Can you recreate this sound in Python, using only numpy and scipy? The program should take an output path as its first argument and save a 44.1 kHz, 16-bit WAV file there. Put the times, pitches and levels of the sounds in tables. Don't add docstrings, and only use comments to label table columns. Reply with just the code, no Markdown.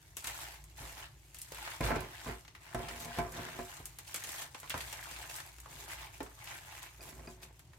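import sys
import numpy as np
from scipy import signal
from scipy.fft import rfft, irfft, next_fast_len
from scipy.io import wavfile
from scipy.ndimage import uniform_filter1d, map_coordinates

SR = 44100
rng = np.random.default_rng(int(sys.argv[2]) if len(sys.argv) > 2 else 0)


def unload_audio(sound):
    columns = np.transpose(np.atleast_2d(sound))
    steps = np.round(np.clip(columns, -1, 1) * 32767)
    wavfile.write(sys.argv[1], SR, steps.astype(np.int16))


N = 343098


# frequency in Hz, relative level in dB.
CRACKLE_COLOUR = [(800, -38), (2200, 2), (3500, 0.5), (4500, -0.5), (5500, -1), (6700, 2), (8300, 2),
                  (9700, -1), (11500, 0.5), (14000, -1.5), (16000, -10.5)]
RUBBING_COLOUR = [(100, -6), (210, -22.5), (345, 0), (440, -11), (600, -1.5), (850, 5), (1250, -1.5),
                  (1700, 1), (2200, -2.5), (3000, -6.5), (4500, -9), (9000, -19.5)]


def crumbling():
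    fine_gain, coarse_gain = squeezing()
    slips_db = 1.6 * wobble(80) + 0.28 * wobble(300)
    dust = unit(amp(slips_db) * grains(rate=6000, spread_db=-0.5, size=N))
    rub_db = .5 * slips_db + 1.2 * wobble(110)
    rub = unit(amp(rub_db) * grains(rate=1800, spread_db=1.0, size=N))
    dust = nearby(dust, scatter_db=0.5, life=0.029)
    rub = nearby(rub, scatter_db=9.5, life=0.04)
    ticks = amp(-7) * chips(rate=400, hz=7000, octaves=.6, cycles=9, spread_db=4)
    pops = amp(-6.5) * chips(rate=480, hz=3000, octaves=.5, cycles=9, spread_db=4)
    breaking = unit(np.hypot(1, .7 * clumps(rate=170, life=.01, spread_db=3)))
    crackle = convolve(breaking * dust + ticks, colour(CRACKLE_COLOUR))
    rubbing = convolve(breaking * rub + pops, colour(RUBBING_COLOUR))
    crackle = shifting(crackle, depth_db=2.3)
    rubbing = shifting(rubbing, depth_db=2.4)
    return amp(1.0) * fine_gain * crackle + amp(-0.36) * coarse_gain * rubbing


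# start in seconds, held for seconds, strength of the fine crackle in dB,
# coarse rubbing in dB over the crackle, swell in dB while held.
SQUEEZES = [(0.175, 0.036, -54, -16, 1), (0.25, 0.059, -50.5, 3.5, 2), (0.34, 0.1, -51.5, 1.5, 0.5),
            (0.45, 0.12, -58, 4.5, -7.5), (0.781, 0.16, -55, 0.5, -2), (0.98, 0.063, -57.5, 7.5, -2),
            (1.36, 0.115, -60, -6, -4), (1.53, 0.098, -55.5, 4.5, 6), (1.625, 0.07, -56.5, 9, -5.5),
            (1.709, 0.054, -54, 4.5, -6), (1.842, 0.056, -47.5, 7.5, -3.5), (1.91, 0.24, -63, 12, -13),
            (2.11, 0.2, -58.5, 7.5, 7.5), (2.62, 0.11, -65.5, 9, 4), (2.775, 0.16, -59, 8, 3.5),
            (2.89, 0.16, -53.5, 1, 4.5), (3.08, 0.093, -57.5, 9.5, 7), (3.346, 0.24, -57.5, 9, -5.5),
            (3.69, 0.11, -57, 3.5, -2), (4.074, 0.072, -55, -1.5, -1.5), (4.15, 0.28, -51.5, 1, 6),
            (4.56, 0.16, -62, 1.5, 1), (4.76, 0.18, -52, 0.5, -2), (4.96, .3, -55, 3.5, 0.5),
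            (5.298, 0.11, -51.5, 1, -2), (5.44, 0.05, -58.5, 1.5, -0.5), (5.695, 0.15, -55, 0, 4.5),
            (5.885, 0.047, -51.5, 3.5, 1.5), (5.971, 0.092, -57, 7, 0.5), (6.135, 0.14, -63.5, 0.5, -11),
            (6.39, 0.077, -61, 5.5, 2.5), (6.475, 0.12, -56, 5, -2.5), (6.62, 0.088, -60, 4, 1),
            (6.71, 0.078, -58, 4.5, 1), (6.825, 0.043, -57.5, 5.5, -5.5), (7.019, 0.083, -55.5, -4.5, -1),
            (7.13, 0.13, -63, -7, -2), (7.28, 0.045, -62, -11, 2), (7.436, 0.011, -57, 0.5, -8)]
# time in seconds, strength of the fine crackle in dB.
LOOSE_POWDER = [(0, -68), (0.72, -69), (1.15, -69.5), (1.3, -67), (1.55, -58.5), (2.1, -62.5), (2.35, -60),
                (2.5, -73.5), (3.2, -60), (3.65, -56), (3.9, -64.5), (5.55, -65.5), (6.1, -65.5),
                (6.95, -63.5), (7.35, -69.5), (7.78, -74.5)]
LOOSE_RUB_DB = -1


def squeezing():
    fine, = gains(LOOSE_POWDER)
    coarse = amp(LOOSE_RUB_DB) * fine
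    for s, hold, db, rub_db, swell_db in SQUEEZES:
        push = amp(db) * stroke(s, hold, swell_db)
        fine = np.maximum(fine, push)
        coarse = np.maximum(coarse, amp(rub_db) * push)
    return fine, coarse


ATTACK_S, RELEASE_S = 0.054, 0.1


def stroke(s, hold, swell_db):
    t = np.arange(N) / SR - s
    held_db = swell_db * (np.clip(t / hold, 0, 1) - .5)
    outside = np.maximum(-t, 0) / ATTACK_S + np.maximum(t - hold, 0) / RELEASE_S
    return amp(held_db - 30 * np.minimum(outside, 4))


def chips(rate, hz, octaves, cycles, spread_db):
    draws = rng.standard_normal((int(rate * N / SR), 5))
    when, pitch, strength, lead, side = draws.T[:, :, None]
    start = ((when * N) % N).astype(int)
    pitch = np.clip(hz * 2 ** (octaves * pitch), SR / 80, SR / 3)
    n = np.arange(SR // 100)
    turns = pitch * n / SR
    fade = amp(spread_db * np.clip(strength, -2, 2) - 60 * turns / cycles)
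    heard = [fade * amp(2 * ear * side) * np.sin(2 * np.pi * turns + ear * lead) for ear in (1, -1)]
    return unit(np.array([np.bincount((start + n).ravel(), pops.ravel(), N)[:N] for pops in heard]))


def clumps(rate, life, spread_db):
    t = np.arange(SR // 20) / SR
    energy = convolve(grains(rate, spread_db, size=N) ** 2, amp(-60 * t / life) ** 2)
    return unit(np.sqrt(np.abs(energy)))


def shifting(x, depth_db):
    z = signal.stft(x, nperseg=512)[2]
    field = uniform_filter1d(rng.standard_normal(z.shape[1:]), size=5, axis=0)
    field = uniform_filter1d(field, size=4, axis=1)
    return unit(signal.istft(z * amp(depth_db * unit(field)), nperseg=512)[1][:, :N])


# start in seconds, strength in dB, dull body in dB relative to that strength,
# pitch of the crack in Hz.
SNAPS = [(0.1684, -27.5, -8, 9500), (0.2428, -31, -0.5, 8000), (0.2707, -25.5, -3.5, 6960),
         (0.64, -43.5, -17, 5000), (1.3449, -36.5, -7.5, 6500), (1.3857, -35, -31, 9000),
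         (1.416, -30, -36, 11000), (1.5201, -36, -0.5, 11000), (1.5459, -38, 1.5, 7500),
         (1.807, -37, 4.5, 11000), (1.9587, -40, 5, 12000), (2.0053, -35.5, -15, 11000),
         (2.4492, -52.5, 8, 5000), (2.4784, -52, 12, 6130), (2.746, -36, 1.5, 9000),
         (2.885, -39, 8.5, 8000), (3.1856, -36.5, 6, 8000), (3.321, -37.5, -20, 8000),
         (3.8555, -29.5, -15, 11500), (3.986, -33.5, -4.5, 10000), (4.143, -25, -3.5, 9000),
         (4.16, -28.5, -5.5, 8500), (4.238, -30.5, -2.5, 7000), (4.2903, -32, -1.5, 7500),
         (4.3188, -33.5, -22, 12500), (4.4189, -34, 1, 7500), (4.545, -45.5, 11.5, 6000),
         (4.6005, -37, -26, 7500), (4.6961, -27.5, -9, 6500), (4.777, -33.5, -1, 9500),
         (4.811, -35.5, -4, 8000), (4.9265, -32.5, 1.5, 7000), (5.1114, -35.5, 0.5, 8000),
         (5.362, -31, -18, 8500), (5.583, -45, 1.5, 6500), (5.6013, -38, -17, 12000),
         (6.229, -38, -25, 9050), (6.4417, -39, -20, 11000), (6.8287, -38.5, -14, 6500),
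         (7.5932, -44.5, -2.5, 7000)]
# frequency in Hz, relative level in dB.
SNAP_COLOUR = [(500, -45), (2000, -7.5), (4000, -8), (5500, -4.5), (8000, 2), (9700, -2), (12000, 1),
               (16000, -9)]
CRUNCH_COLOUR = [(80, -18), (300, -8), (800, -4), (2000, -1.5), (3200, -4.5), (6000, -10), (14000, -31)]
CRUMBLE_S, CRUMBLE_AT_DB, CRUMBLE_DOUBLES_DB = 0.078, -29, 35


def snaps():
    bright, body = np.zeros((2, N))
    for s, db, body_db, hz in SNAPS:
        life = CRUMBLE_S * 2 ** ((db - CRUMBLE_AT_DB) / CRUMBLE_DOUBLES_DB)
        crack = burst(life=.009, rise=.0003, rate=25000, spread_db=1.5)
        avalanche = burst(life, rise=0.00062, rate=15000, spread_db=-6.5)
        tone = colour([(hz / 4, -7), (hz / 5.8, -5), (hz, 0), (hz * 2.0, -5), (hz * 4, -9)])
        parting = convolve(amp(db - 7.5) * (crack + amp(-8.0) * avalanche), tone)[0]
        crunch = burst(life, rise=0.00048, rate=13000, spread_db=-2.0)
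        add(bright, s, parting)
        add(body, s, amp(db + body_db - 10.5) * crunch)
    sharp = convolve(nearby(bright, scatter_db=0.5, life=0.0099), colour(SNAP_COLOUR))
    dull = convolve(nearby(body, scatter_db=2.5, life=0.0084), colour(CRUNCH_COLOUR))
    return sharp + dull


# start in seconds, strength in dB, pitch in Hz.
CRUMBS = [(1.519, -36.5, 680), (1.675, -28.5, 1420), (2.55, -37.5, 2010), (4.547, -32, 952),
          (4.6304, -34, 1100), (4.641, -38.5, 1140), (4.675, -38.5, 2500), (4.703, -23, 2850),
          (4.717, -32, 1500), (4.7413, -23.5, 1090), (4.806, -27.5, 2940), (5.162, -33, 2270),
          (5.385, -34.5, 1600), (5.659, -36.5, 980), (6.2041, -26.5, 774), (6.206, -27.5, 320),
          (6.262, -36.5, 1010), (6.4731, -34, 2520), (6.52, -38, 1490), (6.778, -40, 1830),
          (7.276, -36, 340), (7.733, -45.5, 1560)]


def crumbs():
    track = np.zeros((2, N))
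    for s, db, hz in CRUMBS:
        landing = burst(life=.022, rise=.0002, rate=20000, spread_db=1)
        dust = burst(life=.08, rise=.0015, rate=4000, spread_db=2.5)
        tone = colour([(hz / 5, -17), (hz / 1.9, -5), (hz, 0), (hz * 1.41, -6),
                       (hz * 3, -17), (hz * 8, -26), (hz * 25, -48)])
        tick = convolve(nearby(landing + amp(-7.5) * dust, scatter_db=1.5, life=0.0074), tone)
        add(track, s, amp(db - 8.5) * tick)
    return track


# start in seconds, strength in dB.
TINKS = [(7.008, -51.5), (7.274, -50), (7.429, -55)]
# pitch in Hz, relative level in dB, seconds to fade by 60 dB.
TINK_MODES = [(2490, 1.5, 0.051), (4820, 4, 0.029)]


def tinks():
    track = np.zeros(N)
    for s, db in TINKS:
        add(track, s, amp(db) * ring(TINK_MODES))
    return track


# start in seconds, strength in dB, deep thump in dB and table ring in dB
# (both relative to that strength), crumbling time in seconds, freely ringing pitch in Hz.
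BUMPS = [(0.802, -46.5, 6, -6, 0.46, 480), (1.8055, -27.5, 2, -10.5, 0.11, 840),
         (1.844, -43, 11, -15, 0.16, 560), (1.905, -27, -18, -7.5, 0.12, 1330),
         (1.961, -29.5, -12, -14, 0.079, 380), (2.262, -38.5, 1, -6, 0.21, 860),
         (2.747, -33.5, -4, 1.5, 0.11, 720), (3.186, -27, -11, -3, 0.066, 730),
         (3.59, -46, -13, 6.5, 0.12, 670), (3.799, -47, -2.5, -12, 0.061, 1690),
         (4.741, -34, -18, -19, 0.12, 1690), (6.205, -33.5, -15, -17, 0.032, 770),
         (7.277, -46, -4, -1, 0.044, 365)]
# start in seconds, held for seconds,
# strength in dB, table ring in dB over it, swell in dB while held, freely ringing pitch in Hz.
PRESSES = [(1.845, 0.036, -40, 2, -3, 850), (1.89, 0.075, -37.5, 1.5, -10.5, 1450),
           (1.985, 0.05, -46, -1, 4, 1190), (2.279, 0.033, -43, 3, -7, 700), (2.79, 0.12, -50, 5.5, 1, 370),
           (2.95, 0.13, -56, 9.5, 4.5, 700), (3.205, 0.014, -41.5, 2, -19, 240),
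           (3.25, 0.08, -51.5, 4.5, -12, 710), (3.35, 0.13, -49.5, 9, -2.5, 1400),
           (3.52, 0.05, -55, 7, 3, 710), (3.595, 0.018, -47, -5, -15, 630),
           (5.69, 0.17, -59, -1.5, -6, 365), (7.0, 0.51, -60.5, 3, -8.5, 365)]
# frequency in Hz, relative level in dB.
THUD_COLOUR = [(30, -14), (70, 6), (130, 7.5), (200, -2.5), (350, 2.5), (900, -1), (1400, -8), (2400, -9),
               (3500, -40), (9000, -37)]


def table():
    force, ringing = np.zeros(N), np.zeros((2, N))

    def shaken(drive, wood):
        return convolve(nearby(drive, scatter_db=3.0, life=0.011), wood / np.linalg.norm(wood[0]))

    for s, db, deep_db, ring_db, life, free_hz in BUMPS:
        blow = amp(db - 7.0) * burst(life, rise=0.00096, rate=11000, spread_db=1.0)
        wood = top(free_hz)
        thump = ring([(54.2, 0, 0.46), (124, -3, 0.12)])
        add(force, s, blow)
        add(ringing, s, amp(ring_db - 3.0) * shaken(blow, wood))
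        add(ringing, s, amp(db + ring_db - 6.0) * wood)
        add(ringing, s, amp(db + deep_db - 7.5) * thump)
    grind = unit(amp(3.2 * wobble(70)) * grains(rate=1300, spread_db=2.0, size=N))
    pressure = np.zeros(N)
    for s, hold, db, ring_db, swell_db, free_hz in PRESSES:
        push = amp(db) * stroke(s, hold, swell_db)
        pressure = np.maximum(pressure, push)
        start = s - 2 * ATTACK_S
        drive = (push * grind)[round(start * SR):][:SR]
        add(ringing, start, amp(ring_db - 8.0) * shaken(drive, top(free_hz)))
    force += amp(-4.5) * pressure * grind
    thud = convolve(nearby(force, scatter_db=0.0, life=0.013), colour(THUD_COLOUR))
    return amp(3.0) * thud + ringing


# pitch in Hz, relative level in dB, seconds to fade by 60 dB.
TABLE_MODES = [(57, -9.5, 0.6), (121.5, -14, 0.28), (159.5, -4.5, 0.28), (240.3, 0.5, 0.19),
               (369, -1.5, 0.31), (554, -11, 0.23), (665.6, -7.5, 0.2), (699.4, -2, 0.26),
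               (862, -7.5, 0.13), (1018, -2, 0.13), (1152, -10.5, 0.16), (1330, -5, 0.15), (1530, -8, 0.19),
               (1670, -14, 0.2)]
FREE_DB, FREE_OCTAVES, DAMPED_SHARE = 5.5, 0.19, 0.76


def top(free_hz):
    t = np.arange(SR // 2) / SR
    hz, db, t60 = np.transpose(TABLE_MODES)[:, :, None]
    free = np.exp(-(np.log2(hz / free_hz) / FREE_OCTAVES) ** 2)
    level, detune, lead = rng.standard_normal((3, len(TABLE_MODES), 1))
    life = t60 * (DAMPED_SHARE + (1 - DAMPED_SHARE) * free)
    fade = amp(db + FREE_DB * free + 2 * level - 60 * t / life)
    turns = hz * (1 + .008 * detune) * t
    return np.array([np.sum(fade * np.sin(2 * np.pi * turns + ear * 0.5 * lead), axis=0) for ear in (1, -1)])


# frequency in Hz, seconds to fade by 60 dB.
ROOM_DECAY = [(100, 0.26), (1000, 0.3), (5000, 0.18), (15000, 0.088)]


def room(x):
    hz, t, z = signal.stft(rng.standard_normal((2, SR // 3)), SR, nperseg=256)
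    fade = amp(-60 * t / along(ROOM_DECAY, hz)[:, None])
    tail = signal.istft(z * fade, SR, nperseg=256)[1]
    return convolve(x, np.pad(tail / np.linalg.norm(tail[0]), ((0, 0), (SR // 200, 0))))


# frequency in Hz, relative level in dB.
HUSH_COLOUR = [(25, -20.5), (55, 9.5), (150, 7.5), (215, -16), (340, -4), (470, -15.5), (750, -13),
               (1500, -25.5), (6000, -23.5), (16000, -55)]
# pitch in Hz, relative level in dB.
HUM_TONES = [(57, 1), (114, -9.5)]
# time in seconds, relative level in dB.
HUM_LEVEL = [(0, -60), (.3, -52), (1.1, -53), (2.6, -57), (3.1, -51), (4.5, -74), (4.85, -53.5),
             (7.35, -53), (7.78, -60.5)]


def background():
    shared, separate = rng.standard_normal(N), rng.standard_normal((2, N))
    noise = amp(1.1 * wobble(9)) * (shared + 0.76 * separate)
    t = np.arange(N) / SR
    hum = np.zeros(N)
    for hz, db in HUM_TONES:
        hum += amp(db + 3.5 * wobble(13)) * np.sin(2 * np.pi * hz * t + 0.9 * wobble(7.2))
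    return amp(-62.5) * convolve(noise, colour(HUSH_COLOUR)) + amp(-6.5) * gains(HUM_LEVEL)[0] * hum


def grains(rate, spread_db, size):
    happens = rng.random(size) < rate / SR
    strength = amp(spread_db * np.clip(rng.standard_normal(size), -2, 2))
    return unit(happens * strength * np.sign(rng.standard_normal(size)))


def burst(life, rise, rate, spread_db):
    t = np.arange(SR // 3) / SR
    shape = (1 - np.exp(-t / rise)) * amp(-60 * t / max(life, rise))
    return shape / shape.max() * grains(rate, spread_db, size=len(t))


def nearby(x, scatter_db, life):
    t = np.arange(SR // 25) / SR
    fade = amp(-60 * t / life) ** 2
    lingering = np.sqrt(np.abs(convolve(x ** 2, fade / fade.sum())))
    share = amp(scatter_db)
    return (x + share * lingering * rng.standard_normal((2, x.shape[-1]))) / np.hypot(1, share)


def ring(modes):
    t = np.arange(SR // 2) / SR
    return sum(amp(db - 60 * t / t60) * np.sin(2 * np.pi * hz * t) for hz, db, t60 in modes)


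def amp(db):
    return 10 ** (np.asarray(db) / 20)


def unit(x):
    return x / np.sqrt(np.mean(x ** 2) + 1e-20)


def along(points, hz):
    f, v = np.transpose(points)
    return np.interp(np.log(hz + 1), np.log(f), v)


def gains(rows):
    s, *cols = np.transpose(rows)
    return [amp(np.interp(np.arange(N) / SR, s, c)) for c in cols]


def wobble(rate):
    return map_coordinates(rng.standard_normal(int(N * rate / SR) + 4), [np.arange(N) * rate / SR])


def convolve(x, response):
    return signal.fftconvolve(np.atleast_2d(x), np.atleast_2d(response), axes=1)[:, :x.shape[-1]]


def colour(spectrum, size=4096):
    cep = irfft(np.log(amp(along(spectrum, np.fft.rfftfreq(size, 1 / SR)))))
    cep[1:size // 2] *= 2
    cep[size // 2 + 1:] = 0
    response = irfft(np.exp(rfft(cep)))
    return response / np.linalg.norm(response)


def add(track, s, sound):
    part = track[..., max(round(s * SR), 0):][..., :sound.shape[-1]]
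    part += sound[..., :part.shape[-1]]


def scene():
    hands = crumbling() + snaps() + crumbs() + tinks()
    hands = hands * amp([[.4], [-.4]])
    close = hands + table() * amp([[-.8], [.8]])
    return close + amp(-7.5) * room(close) + background()


TOP_HZ = 16100


def record(dry):
    size = next_fast_len(N + SR // 4)
    hz = np.fft.rfftfreq(size, 1 / SR)
    rumble_cut = signal.butter(6, 42, "highpass", fs=SR, output="sos")
    left, right = rfft(signal.sosfilt(rumble_cut, dry), size)
    mid = (left + right) / 2
    width_db = along([(120, -9.0), (270, -7.0), (1000, -0.5), (8000, 3.0)], hz)
    side = (left - right) / 2 * amp(width_db)
    return irfft(np.array([mid + side, mid - side]) * (hz < TOP_HZ), size)[:, :N]


dry = scene()
out = record(dry)
unload_audio(out)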